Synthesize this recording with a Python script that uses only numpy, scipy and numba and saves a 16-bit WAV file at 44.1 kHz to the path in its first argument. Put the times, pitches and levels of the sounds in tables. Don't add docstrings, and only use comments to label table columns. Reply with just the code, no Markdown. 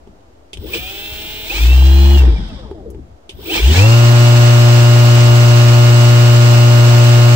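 import sys
import numpy as np
from scipy import signal
from scipy.fft import rfft, irfft, next_fast_len
from scipy.io import wavfile
from numba import njit

SR = 44100
rng = np.random.default_rng(int(sys.argv[2]) if len(sys.argv) > 2 else 0)


def generate_wav(sig):
    pcm = np.round(np.clip(np.atleast_2d(sig).T, -1, 1) * 32767).astype(np.int16)
    wavfile.write(sys.argv[1], SR, pcm)


def boost_factor(decibels):
    exponent = np.asarray(decibels, float) / 20
    return 10 ** exponent


N = 324135
STEP = 64
BENCH_LAG_S = 0.029
JUMP_TURNS = 69.5

# f/Hz, left over right/dB
LEAN = [(60, 7.5), (110, -2), (200, 4.5), (380, 3.5), (700, -1.5), (1290, 1.5), (2380, -0.5), (4400, -3.0),
        (8120, 0), (15000, 5.5)]
# f/Hz, density/dB
THRUM = [(100, -80), (220, -35), (320, 14), (390, 4), (460, 7), (650, -39), (1500, -100)]


def unit(x):
    return x / np.sqrt(np.mean(x ** 2) + 1e-20)


def at_hz(points, hz):
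    points = np.array(points)
    return np.interp(np.log(np.maximum(hz, 1)), np.log(points[:, 0]), points[:, 1])


def together(*db):
    return 10 * np.log10(sum(boost_factor(2 * d) for d in db) + 1e-12)


def smooth(control):
    return np.interp(np.arange(N) / STEP, np.arange(len(control)), control)


def drift(rate_hz):
    r = np.exp(-2 * np.pi * STEP * rate_hz / SR)
    chance = rng.standard_normal(N // STEP + 2002)
    return unit(signal.lfilter([1], [1, -2 * r, r * r], chance)[2000:])


def noise(spectrum):
    # f/Hz, correlation
    likeness = [(60, 0.99), (130, 0.74), (290, 1), (640, -0.22), (1410, -0.2), (3100, -0.24),
                (6820, -0.073), (15000, -0.024)]
    size = next_fast_len(N)
    hz = np.fft.rfftfreq(size, 1 / SR)
    mid, side = rfft(rng.standard_normal((2, size))) * boost_factor(at_hz(spectrum, hz)) * (hz > 15)
    alike = np.clip(at_hz(likeness, hz), -.99, .99)
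    lean = boost_factor(at_hz(LEAN, hz) / 2)
    mid, side = np.sqrt(1 + alike) * mid, np.sqrt(1 - alike) * side
    left_right = np.array([(mid + side) * lean, (mid - side) / lean])
    return unit(irfft(left_right, size)[:, :N])


@njit
def add(out, angle, left, right, lag, step):
    for i in range((len(angle) - 1) // step + 1):
        if max(left[i], right[i], left[i + 1]) < 6e-5:
            continue
        for n in range(i * step, min(i * step + step, len(angle))):
            part = (n - i * step) / step
            late = lag[i] + part * (lag[i + 1] - lag[i])
            out[0, n] += (left[i] + part * (left[i + 1] - left[i])) * np.sin(angle[n] - late)
            out[1, n] += (right[i] + part * (right[i + 1] - right[i])) * np.sin(angle[n])


def tone(angle, hz, level_db, lean_db):
    # f/Hz, delay/ms
    path = [(120, .33), (600, .28), (2400, .11), (2900, .1), (3300, .05), (6000, .035), (15700, .015)]
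    out = np.zeros((2, N))
    lag = 2 * np.pi * hz * at_hz(path, hz) / 1000
    peak_db = level_db + 3 + np.zeros_like(hz)
    left, right = boost_factor(peak_db + lean_db / 2), boost_factor(peak_db - lean_db / 2)
    add(out, angle + rng.uniform(0, 2 * np.pi), left, right, lag, STEP)
    return out


def shaft(t):
    # t/s, aim/turns per s, easing/s, softness of the start
    throttle = [
        (.546, 48, .243, 1.518),
        (.77, 36.24, .198, .847),
        (1.458, 66.04, .133, 1.486),
        (1.587, 70.72, .171, .832),
        (2.143, -10.4, .608, 1.21),
        (3.2, .5, .01, 1),
        (3.31, 165.6, .5, 1.691),
        (3.799, 119.37, .048, .804),
    ]
    speed = np.zeros_like(t)
    for s, aim, ease_s, soft in throttle:
        was = np.interp(s, t, speed)
        eased = aim + (was - aim) * np.exp(-(np.maximum(t - s, 0) / ease_s) ** soft)
        speed = np.where(t > s, eased, speed)
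    return np.maximum(speed, .5)


def controls(t, speed):
    # t/s, level/dB
    effort = [
        [(.59, -47.5), (.68, -34), (.715, -32.5), (.746, -20), (.8, -30.5), (1.45, -30.5), (1.568, -22.5),
         (1.79, -29.5), (2.19, -29.5)],
        [(3.33, -52), (3.364, -49), (3.458, -32), (3.562, -15.5), (3.62, -23.5), (3.7, -22.5), (3.78, -17),
         (3.85, -24), (7.35, -25)],
    ]
    # f/Hz, level/dB
    bench = [(20, -40), (45, -13.5), (50, -18.5), (57, -7), (66, -4.5), (76, -6.5), (85, -16), (93, -5.5)]
    # t/s, level/dB
    jolts = [(0, -42), (.09, -35), (.59, -29.5), (.796, -26.5), (1.6, -30), (2.27, -13.5), (2.4, -19.5),
             (2.52, -23), (2.64, -30), (2.8, -44), (3.1, -44.5), (3.37, -31), (3.57, -25), (3.72, -13.5)]
    shapes = [np.interp(t, *np.transpose(run)) for run in effort]
    gates = [-600 * np.maximum(run[0][0] - t, 0) - 160 * np.maximum(t - run[-1][0], 0) for run in effort]
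    effort_db = together(*[e + g for e, g in zip(shapes, gates)])
    chop_db = together(*[-36.5 + 0.46 * (e + 28) + g for e, g in zip(shapes, gates)])

    moving_db = 20 * np.log10(np.clip((speed - .5) / 8, 1e-3, 1))
    heave_db = at_hz(bench, np.interp(t - BENCH_LAG_S, t, speed)) + moving_db

    rise_s, fall_s = 0.058, 0.1
    jolts_db = [db - 20 * np.maximum((s - t) / rise_s, (t - s) / fall_s) for s, db in jolts]
    rumble_db = together(-37 + moving_db - 0.017 * speed, *jolts_db)

    low_driven_db = effort_db - 10.5 + 0.4412 * (speed - 36)
    low_db = together(low_driven_db, -46.5 + .2 * speed + moving_db)

    steady_db = -31 + 11 * np.log2(speed / 119)
    surge_db = -43 + 2.9 * (effort_db + 21)
    jump_db = -37 - 1.5 * np.abs(np.interp(t - 0.097, t, speed) - JUMP_TURNS)
    rattle_db = together(steady_db, surge_db, jump_db)

    coast_db = -33.5 + 8 * np.log2(speed / 60) - 0.83 * np.maximum(29 - speed, 0)
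    return heave_db, rumble_db, low_db, rattle_db, together(effort_db, coast_db), chop_db


def room():
    # f/Hz, density/dB
    still_air = [(20, -26), (40, -13), (70, -3.5), (160, -22.5), (310, -13), (450, -17.5), (650, -13.5),
                 (1060, -24), (2080, -33.5), (7000, -41.5), (9500, -49), (15700, -55)]
    return boost_factor(-46.5) * noise(still_air)


def rumble(rumble_db):
    # f/Hz, density/dB
    colour = [(15, -20), (30, -19), (50, -0.5), (68, 3), (90, -5.5), (140, -11), (220, -11), (400, -30),
              (900, -100)]
    return smooth(boost_factor(rumble_db + 2.5 * drift(1.7))) * noise(colour)


def ticks():
    # t/s, tick level/dB, knock level/dB, tick t60/s
    events = [
        (0.073, -56, -43.5, 0.046),
        (0.206, -60, -61, 0.05),
        (0.532, -28, -43.5, 0.096),
        (0.572, -35, -43, 0.034),
        (2.713, -50, -28, 0.05),
        (2.9, -60, -44, 0.049),
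        (2.947, -51, -40, 0.029),
        (3.293, -31, -42.5, 0.11),
    ]
    out, age = np.zeros((2, N)), np.arange(SR // 4) / SR
    bright = noise([(1200, -40), (2100, 7.5), (3100, 21), (4500, 5), (9000, 2), (15000, -21)])
    dying_db = -60 * age / 0.063
    knock = boost_factor(11.0 + dying_db) * np.sin(2 * np.pi * 390 * age)
    knock += boost_factor(-5.5 + dying_db) * np.sin(2 * np.pi * 860 * age)
    for s, tick_db, knock_db, t60 in events:
        at = slice(int(s * SR), int(s * SR) + len(age))
        crack = boost_factor(tick_db + 1.5 - 60 * age / max(t60, .005)) * bright[:, at]
        out[:, at] += crack + boost_factor(knock_db) * knock
    return out


def chopper(turn, speed, level_db):
    # f/Hz, level/dB
    colour = [(2000, -70), (2500, 3), (4200, 8), (6300, -17), (7800, 8), (9300, -24), (10600, -30.5),
              (12800, -10), (14200, -10), (14900, -25), (15300, 7), (15650, -8.5)]
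    chop_hz = 15650
    carrier, out = 2 * np.pi * chop_hz * np.arange(N) / SR, 0
    cluster_db = 26 * np.clip((speed - 105) / 10, 0, 1)
    for k in [0, 1, 2, 38, 40, 41] + list(range(3, 40, 3)) + list(range(42, 112, 6)):
        hz = chop_hz - k * speed
        if k % 6 == 0:
            order_db = 0
        elif k % 3 == 0:
            order_db = -2 - 0.068 * speed
        else:
            order_db = -15
        order_db = order_db + cluster_db * (37 < k < 42) - 0.16 * k
        side_db = level_db - 3 + at_hz(colour, hz) + order_db + 1.1 * drift(12)
        out = out + tone(carrier - k * turn, hz, side_db, 6.0 if k == 0 else at_hz(LEAN, hz))
    return out


def flare(hz):
    # f/Hz, width/Hz, gain/dB
    modes = [(400, 50, 6.5), (504, 33, -0.5), (825, 170, 5), (1254, 81, 7.5), (1620, 78, 12),
             (1800, 110, 8.5), (2280, 120, 8.5), (2450, 61, 6), (2992, 69, 9.5), (3190, 130, 4),
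             (3900, 100, -1), (4110, 69, 6), (5210, 150, 10)]
    bed_db = -5
    return bed_db + sum(db / (1 + ((hz - centre) / width) ** 2) for centre, width, db in modes)


def whine(turn, speed, low_db, high_db, current):
    orders = [6, 12, 18, 24, 30, 36, 42, 45, 48, 54, 60, 66, 69, 72, 78, 81, 84, 90, 93, 96, 102, 108, 114,
              120]
    # level under current/dB, level coasting/dB
    slot_force = [(-13, -31), (-8, -11.5), (-1.5, -1.5), (1.5, -7), (-19, -5), (-10.5, 0), (2.5, -5),
                  (-10, -30), (-2, -6.5), (-13, -22), (3.5, -16.5), (-10, -28), (-11, -34), (-15, -17),
                  (-1.5, -38), (-28, -36.5), (-5.5, -32.5), (-8.5, -30), (-5, -37), (-23, -29), (-1, -32),
                  (-6.5, -20), (-4, -28), (-4, -19)]
    # f/Hz, level/dB
    housing = [(30, -18), (70, 16), (170, -9), (390, 4.5), (600, -2.5), (1300, -13.5), (1900, -19),
               (2200, -0.5), (2650, 12.5), (2900, 5), (3500, 10), (4200, 0), (5200, -8.5), (7000, -34),
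               (9500, -29)]
    out = 0
    low_db = low_db + 4.5 - 0.25 * speed
    sweep = np.abs(np.gradient(speed)) * SR / STEP
    patchy_db = 1.5 + 4.5 * np.clip(sweep / 60, 0, 1)
    torque = current * np.clip(sweep / 110, 0, 1)
    for k, (driven_db, coast_db) in zip(orders, slot_force):
        hz = k * speed
        high = np.clip((hz - 1300) / 600, 0, 1)
        force_db = current * driven_db + (1 - current) * coast_db
        force_db = force_db - 6 * torque * (k > 39) * np.clip(k / 60, 0, 1)
        force_db = force_db + flare(hz) + patchy_db * drift(24)
        body_db = at_hz(housing, hz) + (1 - high) * low_db + high * (high_db - 13.0)
        out = out + tone(k * turn, hz, force_db + body_db, at_hz(LEAN, hz))
    return out


def heave_beat(turn, speed):
    return smooth(np.clip(speed / 60, 0, 1)) * (np.cos(turn - 1.2) + 1.37 * np.cos(2 * turn - .3))


def whirr(turn, speed, high_db, current):
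    # f/Hz, density/dB
    driven_fast = [(880, -16), (1500, -5.5), (2300, -3), (2710, 1.5), (2800, -3), (2960, -3.5), (3160, -4),
                   (4000, -7.5), (4300, -4.5), (5440, -7), (7640, -10), (9510, -22), (10400, -31.5),
                   (13500, -54), (22000, -120)]
    # f/Hz, density/dB
    driven_slow = [(880, -40), (1500, -10), (1980, -36), (2380, -6), (3320, 4.5), (4740, -9.5), (5760, -11),
                   (6710, -57), (7770, -9), (8160, -9.5), (8990, -11.5), (10100, -38), (10400, -43),
                   (13500, -46), (22000, -120)]
    # f/Hz, density/dB
    coasting = [(880, -20), (1500, -1), (1840, -11), (2020, -5), (2270, -6), (2640, -13), (3290, 3.5),
                (3810, -0.5), (4230, -9), (5100, -2.5), (6610, -21.5), (8420, -18.5), (10400, -36),
                (13500, -59), (22000, -120)]
    fast = smooth(np.clip(speed / 110, 0, 1))
    driven = np.sqrt(fast) * noise(driven_fast) + np.sqrt(1 - fast) * noise(driven_slow)
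    hiss = smooth(np.sqrt(current)) * driven + smooth(np.sqrt(1 - current)) * noise(coasting)
    level_db = high_db - 0.02 - 4.7 * np.clip(1 - speed / 110, 0, 1) + 0.83 * drift(31)
    return smooth(boost_factor(level_db)) * boost_factor(0.73 * heave_beat(turn, speed)) * hiss


def fizz(turn, speed, chop_db):
    # f/Hz, density/dB
    colour = [(5590, -49), (9500, -16), (10500, -31), (10800, -12), (11400, -16), (12300, -9), (13700, 1.5),
              (14900, -5), (15300, -19), (15800, -5.5)]
    fast = smooth(np.clip(speed / 110, 0, 1))
    swell_db = 0.7 * heave_beat(turn, speed) - 9.9 * (0.5 - fast)
    return smooth(boost_factor(chop_db - 5.5)) * boost_factor(swell_db) * noise(colour)


def thrum(speed, low_db):
    level_db = low_db - 6 - .5 * np.maximum(speed - 45, 0) + 2 * drift(15)
    return smooth(boost_factor(level_db)) * noise(THRUM)


def unbalance(turn, speed, level_db):
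    orders = [.5, 2, 2.5, 3, 4, 5, 6, 7, 8, 9, 9.5, 10, 10.5, 11, 12, 12.5, 13, 14, 25, 32, 33, 37, 39]
    # level below the heave/dB, left over right/dB
    shake = [(-36, 0), (-22, -3), (-40, 31.5), (-19, -1.5), (-35.5, 15), (-18.5, -8.5), (-37.5, -18),
             (-60, -18), (-44, -25), (-32, -18), (-35.5, -3.5), (-29, 8), (-39.5, -14), (-37, -24.5),
             (-31.5, -18), (-49.5, -17.5), (-46.5, 25.5), (-42.5, -21), (-36.5, -5), (-38.5, 11),
             (-49.5, -33.5), (-37.5, -12), (-53, -9)]
    level_db = level_db + np.minimum(1.2 * (speed - 52), 0)
    slowing = np.minimum(np.gradient(speed), 0)
    settled = np.clip((JUMP_TURNS - speed) / 8 - 6 * slowing, 0, 1)
    slack = np.clip(1 - speed / 119, 0, 1)
    jumping = np.exp(-((speed - JUMP_TURNS) / 3) ** 2)
    out = tone(turn, speed, level_db, 1.86)
    for k, (db, lean_db) in zip(orders, shake):
        asleep_db = 29.0 * slack * (k > 5 or k % 1 > 0)
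        asleep_db = asleep_db + (6 * jumping if k == 2 else 18 * settled)
        overtone_db = level_db + db + 0.28 * drift(9.6) - asleep_db
        out += tone(k * turn, k * speed, overtone_db, lean_db)
    return out


def rattle(turn, speed, rattle_db):
    # f/Hz, density/dB
    colour = [(40, -53), (100, 3.5), (200, -2.5), (330, -3.5), (500, 0.5), (900, 6), (1050, -3),
              (1400, -9.5), (1900, -3.5), (2400, -47), (5000, -100)]
    swell = boost_factor(3.77 * heave_beat(turn, speed))
    return smooth(boost_factor(rattle_db + 5.5 + 0.18 * drift(25))) * swell * noise(colour)


def growl():
    # t/s, level/dB, length/s
    swells = [
        (0.666, -31.5, 0.035),
        (0.757, -22, 0.021),
        (1.534, -38, .04),
        (2.264, -31.5, 0.095),
        (2.9, -44, .07),
        (3.51, -25.5, 0.043),
        (3.57, -21.5, 0.046),
    ]
    t = np.arange(N // STEP + 2) * STEP / SR
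    level_db = together(*[db - 9 * ((t - s) / length) ** 2 for s, db, length in swells])
    return smooth(boost_factor(level_db + 3.9 * drift(27))) * noise(THRUM)


def snaps():
    # t/s, level/dB
    events = [
        (2.395, -62),
        (2.485, -54),
        (2.705, -65),
        (2.902, -44),
    ]
    out, age = np.zeros((2, N)), np.arange(SR // 8) / SR
    airy = noise([(3000, -25), (6000, -1), (9000, 0), (13000, -1), (15700, -9)])
    for s, db in events:
        at = slice(int(s * SR), int(s * SR) + len(age))
        out[:, at] += boost_factor(db - 60 * age / .06) * airy[:, at]
    return out


def scene():
    t = np.arange(N // STEP + 2) * STEP / SR
    speed = shaft(t)
    heave_db, rumble_db, low_db, rattle_db, high_db, chop_db = controls(t, speed)
    turn = 2 * np.pi * np.cumsum(smooth(speed)) / SR
    late = np.interp(t - BENCH_LAG_S, t, speed)
    late_turn = 2 * np.pi * np.cumsum(smooth(late)) / SR
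    current = np.clip((chop_db + 51.5) / 14, 0, 1)

    mix = room() + rumble(rumble_db) + ticks()
    mix += chopper(turn, speed, chop_db - 30 * (1 - current))
    mix += whine(turn, speed, low_db, high_db, current)
    mix += whirr(turn, speed, high_db, current) + fizz(turn, speed, chop_db)
    mix += thrum(speed, low_db) + unbalance(late_turn, late, heave_db)
    mix += rattle(turn, speed, rattle_db) + growl() + snaps()
    return mix


def roll_off(x):
    return signal.sosfilt(signal.butter(12, 16210, fs=SR, output="sos"), x)


def record(dry):
    top_cut = signal.ellip(12, .5, 65, 15730, fs=SR, output="sos")
    cut = signal.sosfilt(top_cut, dry)
    return roll_off(np.clip(cut - .0033, -1, 1))


dry = scene()
out = record(dry)
generate_wav(out)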